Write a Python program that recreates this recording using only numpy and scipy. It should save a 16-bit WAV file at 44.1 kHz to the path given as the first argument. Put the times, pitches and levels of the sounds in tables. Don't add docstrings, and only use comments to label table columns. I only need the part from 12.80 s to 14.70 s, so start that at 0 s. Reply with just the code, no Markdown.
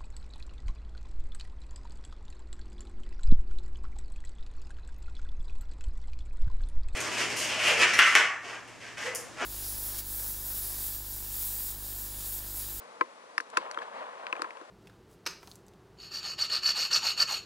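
import sys
import numpy as np
from scipy import signal
from scipy.fft import rfft, irfft
from scipy.io import wavfile
from scipy.ndimage import uniform_filter1d

SR = 44100
rng = np.random.default_rng(int(sys.argv[2]) if len(sys.argv) > 2 else 0)


def dump(signal):
    limited = np.clip(np.atleast_2d(signal).T, -1, 1)
    pcm = np.round(limited * 32767).astype(np.int16)
    wavfile.write(sys.argv[1], SR, pcm)


N = 83790

# (f/Hz, relative spectral density/dB)
RIVER_SPECTRUM = [(30, -48), (60, -48), (100, -29), (160, -20), (250, -10.5), (370, -12.5), (480, -1),
                  (600, -2.5), (780, -6.5), (1030, -0.5), (1350, -8), (2000, -13), (3000, -19), (4500, -21),
                  (7000, -25.5), (11000, -31)]
RUSTLE_SPECTRUM = [(30, -64), (100, -47), (165, -35), (240, -27), (350, -20.5), (500, -4), (620, -4),
                   (780, -5.5), (1030, 0), (1300, -8.5), (1800, -12.5), (2300, -19.5), (3300, -24),
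                   (5500, -43), (8400, -41), (11000, -54)]
GRIT_SPECTRUM = [(200, -15.5), (1200, 17), (2000, -13), (4000, -3), (7000, -20), (11000, -27)]
BUMP_SPECTRUM = [(30, -34), (60, -28), (120, -12), (240, 14), (400, -4), (1000, -45)]
HISS_SPECTRUM = [(400, -30), (1500, -3), (2500, -0.5), (4000, -3), (7000, -19), (11000, -26)]
# (f/Hz, level/dB)
RIVER_INCOHERENCE = [(50, 0), (200, -19), (500, -4), (1100, -19.5), (2200, 1), (4500, 12), (11000, 7)]
RUSTLE_INCOHERENCE = [(50, -4), (200, -14), (500, -18), (1100, -17), (2200, -11), (4500, 4), (11000, 4)]
# (t/s, level/dB)
RIVER_ENVELOPE = [(0, -50), (.3, -51.5), (.5, -51.5), (1.9, -52.5)]
RUSTLE_ENVELOPE = [(0, -57), (.71, -74), (.735, -42), (.755, -43.5), (.80, -42.5), (.86, -41.5), (.93, -46),
                   (1.0, -43.5), (1.025, -42.5), (1.06, -45.5), (1.11, -48), (1.17, -39), (1.24, -41),
                   (1.32, -45), (1.41, -43), (1.48, -45.5), (1.62, -43.5), (1.73, -52), (1.79, -49),
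                   (1.9, -56.5)]
# (t/s, half-width at 1/e amplitude/s, bump level/dB, hiss level/dB)
SCUFF_EVENTS = [(0.239, 0.044, -73, -68), (0.794, 0.047, -62.5, -53.5), (1.028, 0.016, -62, -52),
                (1.19, 0.069, -60.5, -58.5)]
# (t/s, contact f/Hz, contact decay to 1/e in cycles, contact gain/dB,
# ring gain/dB, thump gain/dB, crack gain/dB, snap gain/dB, left minus right/dB)
IMPACTS = [ (.2100, 2150, 2.2, -16.5, -12.5, -23.5, -19.5, -37.5, 1),
           (0.5793, 5130, 13, -27, -47, -60, -47, -32.5, 2),
           (.5800, 1770, 1.55, -6, -33, -42.5, -28.5, -28, 0.5),
           (0.5827, 1180, 1.24, -13, -39, -73, -30, -52, -1.5),
           (.6020, 1650, 1.9, -16, -44, -43, -33, -39, 0),
           (0.606, 1970, 1.4, -30, -43.5, -47, -56, -34.5, 5),
           (.7010, 5470, 1.0, -52, -63, -66, -52, -45, 13),
           (.7700, 1290, 1.7, -12.5, -56, -38, -40, -34, -7),
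           (0.7713, 2690, 3.8, -15.5, -40, -63, -23.5, -27, 4.5),
           (0.7721, 1433, 3.3, -13, -16, -28, -16, -23.5, 1),
           (.7810, 1020, 2.9, -49, -36, -53, -34, -48, -8),
           (0.9127, 1680, 1.1, -21, -50, -66, -35, -29.5, 0.5),
           (0.945, 3280, 6.1, -36.5, -35, -69, -36, -44, 2.5),
           (0.9745, 1320, 1.96, -15.5, -37, -37, -37, -45, -1),
           (0.9874, 3240, 7.3, -34, -34, -73, -47, -43, 5.5),
           (1.019, 1690, 6.2, -31, -44, -55, -38, -48, 3.5),
           (1.4679, 2300, 0.5, -8, -40.5, -71, -25.5, -52, 3),
           (1.527, 2550, 3.76, -13.5, -24, -34, -35, -38, 2),
           (1.5539, 1680, 3.7, -31, -43, -68, -39, -53, 0.5),
           (1.5650, 2410, 3.6, -31.5, -41, -52, -43, -48, 5),
           (1.5943, 1146, 3.4, -25, -41, -33.5, -39, -47, -1),
           (1.6187, 4830, 3.4, -24, -58, -55, -59, -37, 7),
           (1.6197, 1210, 1.4, -12.5, -33.5, -31, -25, -29.5, 1.5),
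           (1.6440, 1280, 1.6, -26, -28.5, -40, -35, -53, 0.5),
           (1.7070, 2040, 1.08, -22, -50, -51, -39, -47.5, 2),
           (1.7709, 2690, 2, -38.5, -42.5, -74, -49, -52.5, 8.5),
           (1.813, 1220, 1.5, -42.5, -47, -37, -48, -59, 11)]
# (f/Hz, relative level/dB, T60/s)
RING_MODES = [(1050, 1.5, 0.047), (1230, -28, 0.015), (1302, 0.5, 0.025), (1590, 1, 0.017),
              (2020, -20.5, 0.065), (2285, -9.5, 0.024), (2580, -38, 0.02)]
BODY_MODES = [(335.6, -1.5, 0.057), (371.6, -5, 0.063), (494, 1, 0.052), (577, 0.5, 0.026)]
# (f/Hz, relative spectral density/dB)
CRACK_SPECTRUM = [(40, -19), (200, -14.5), (500, -16), (760, -16), (1100, 11), (2000, -1), (2700, 5.5),
                  (3150, -11), (3600, -1.5), (4100, -10.5), (4700, -5), (5500, -15), (11000, -37)]
SNAP_SPECTRUM = [(500, -25), (3000, -11), (4200, 1), (4700, 5.5), (5250, -5), (5650, 4.5), (6300, -5.5),
                 (6900, -2), (7700, -4), (8400, -5), (9200, -4), (10500, -7), (12000, -4)]
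# (f/Hz, phase lead of right/rad, left minus right/dB)
STEREO_WIDENING = [(50, 0.34, -1), (200, 0.96, 1.0), (484, 0.94, 1.5), (930, 1.766, 2), (1930, 1.53, 5),
                   (3900, 1.91, 4), (7000, 2.03, 4), (10900, 1.9, 2.5)]


def undb(db):
    return 10 ** (np.asarray(db) / 20)


def unit(x):
    return x / np.sqrt(np.mean(x ** 2))


def over_hz(table, column=1):
    table = np.array(table, float)
    hz = np.maximum(np.fft.rfftfreq(N, 1 / SR), 1)
    return np.interp(np.log(hz), np.log(table[:, 0]), table[:, column])


def colour(x, spectrum):
    return irfft(rfft(x) * unit(undb(over_hz(spectrum))), N)


def envelope(table):
    return undb(np.interp(np.arange(N) / SR, *np.array(table).T))


def drift(rate_hz):
    hold = max(int(SR / rate_hz), 2)
    steps = rng.standard_normal(N)[np.arange(N) // hold]
    return 1.6 * uniform_filter1d(uniform_filter1d(steps, hold), hold)


def stereo_noise(spectrum, incoherence):
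    apart = undb(over_hz(incoherence))
    noise = rfft(rng.standard_normal((3, N)))
    mixed = (noise[0] + apart * noise[1:]) / np.hypot(1, apart)
    return colour(irfft(mixed, N), spectrum)


def river():
    return stereo_noise(RIVER_SPECTRUM, RIVER_INCOHERENCE) * envelope(RIVER_ENVELOPE)


def rustle(flicker_db=1.14, grains_per_s=560, grit_db=-15.5, scatter_db=5.5):
    scrape = stereo_noise(RUSTLE_SPECTRUM, RUSTLE_INCOHERENCE) * undb(flicker_db * drift(rate_hz=120))
    onsets = rng.random(N) < grains_per_s / SR
    grains = onsets * undb(scatter_db * rng.standard_normal(N)) * rng.standard_normal((2, N))
    grit = undb(grit_db) * unit(colour(grains, GRIT_SPECTRUM))
    return (scrape + grit) * envelope(RUSTLE_ENVELOPE)


def scuffs():
    t = np.arange(N) / SR
    bump = stereo_noise(BUMP_SPECTRUM, RUSTLE_INCOHERENCE)
    hiss = stereo_noise(HISS_SPECTRUM, RUSTLE_INCOHERENCE)
    return sum(np.exp(-((t - at) / width) ** 2) * (undb(bump_db) * bump + undb(hiss_db) * hiss)
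               for at, width, bump_db, hiss_db in SCUFF_EVENTS)


def transient(t, rise_s, decay_s):
    return (1 - np.exp(-t / rise_s)) * np.exp(-t / decay_s)


def modes(t, table, detune, rise_s):
    return sum(undb(db) * transient(t, rise_s, t60 / np.log(1000)) * np.sin(2 * np.pi * hz * ratio * t)
               for (hz, db, t60), ratio in zip(table, detune))


def low_cut(x, cutoff_hz, order):
    return signal.sosfilt(signal.butter(order, cutoff_hz, "high", fs=SR, output="sos"), x)


def splinters(bursts, spectrum):
    common = np.sign(rng.standard_normal(N))
    independent = np.sign(rng.standard_normal((2, N)))
    return colour(bursts * unit(common + independent), spectrum)


def clacks(detune_spread=0.0048, body_lag_s=0.00081, tail_db=-22.5):
    wood, thumps, cracks, snaps = np.zeros((4, 2, N))
    detunes = 1 + detune_spread * rng.standard_normal((len(IMPACTS), 16))
    for impact, detune in zip(IMPACTS, detunes):
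        at, hz, cycles, contact_db, ring_db, thump_db, crack_db, snap_db, pan_db = impact
        span = slice(int(at * SR) + 1, min(int(at * SR) + SR // 8, N))
        t = np.arange(N)[span] / SR - at
        pan = undb(np.array([[pan_db], [-pan_db]]) / 2)
        ping = transient(t, rise_s=0.00025, decay_s=cycles / hz) * np.sin(2 * np.pi * hz * t)
        ring = modes(t, RING_MODES, detune, rise_s=0.00097)
        thump = modes(np.maximum(t - body_lag_s, 0), BODY_MODES, detune[::-1], rise_s=0.0037)
        burst = transient(t, rise_s=0.00035, decay_s=0.0012)
        burst += undb(tail_db) * transient(t, rise_s=0.00035, decay_s=0.0095)
        wood[:, span] += pan * (undb(contact_db) * ping + undb(ring_db) * ring)
        thumps[:, span] += undb(thump_db) * thump
        cracks[:, span] += pan * undb(crack_db) * burst
        snaps[:, span] += pan * undb(snap_db) * burst
    tones = low_cut(wood, cutoff_hz=840, order=4) + low_cut(thumps, cutoff_hz=178, order=2)
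    return tones + splinters(cracks, CRACK_SPECTRUM) + splinters(snaps, SNAP_SPECTRUM)


def scene():
    return clacks() + river() + rustle() + scuffs()


def record(dry, cutoff_hz=11050):
    side = np.array([[1], [-1]]) / 2
    phase, level_db = over_hz(STEREO_WIDENING, column=1), over_hz(STEREO_WIDENING, column=2)
    widening = undb(side * level_db) * np.exp(-1j * side * phase)
    low_pass = signal.ellip(8, .2, 70, cutoff_hz, fs=SR, output="sos")
    return signal.sosfilt(low_pass, irfft(rfft(dry) * widening, N))


dry = scene()
out = record(dry)
dump(out)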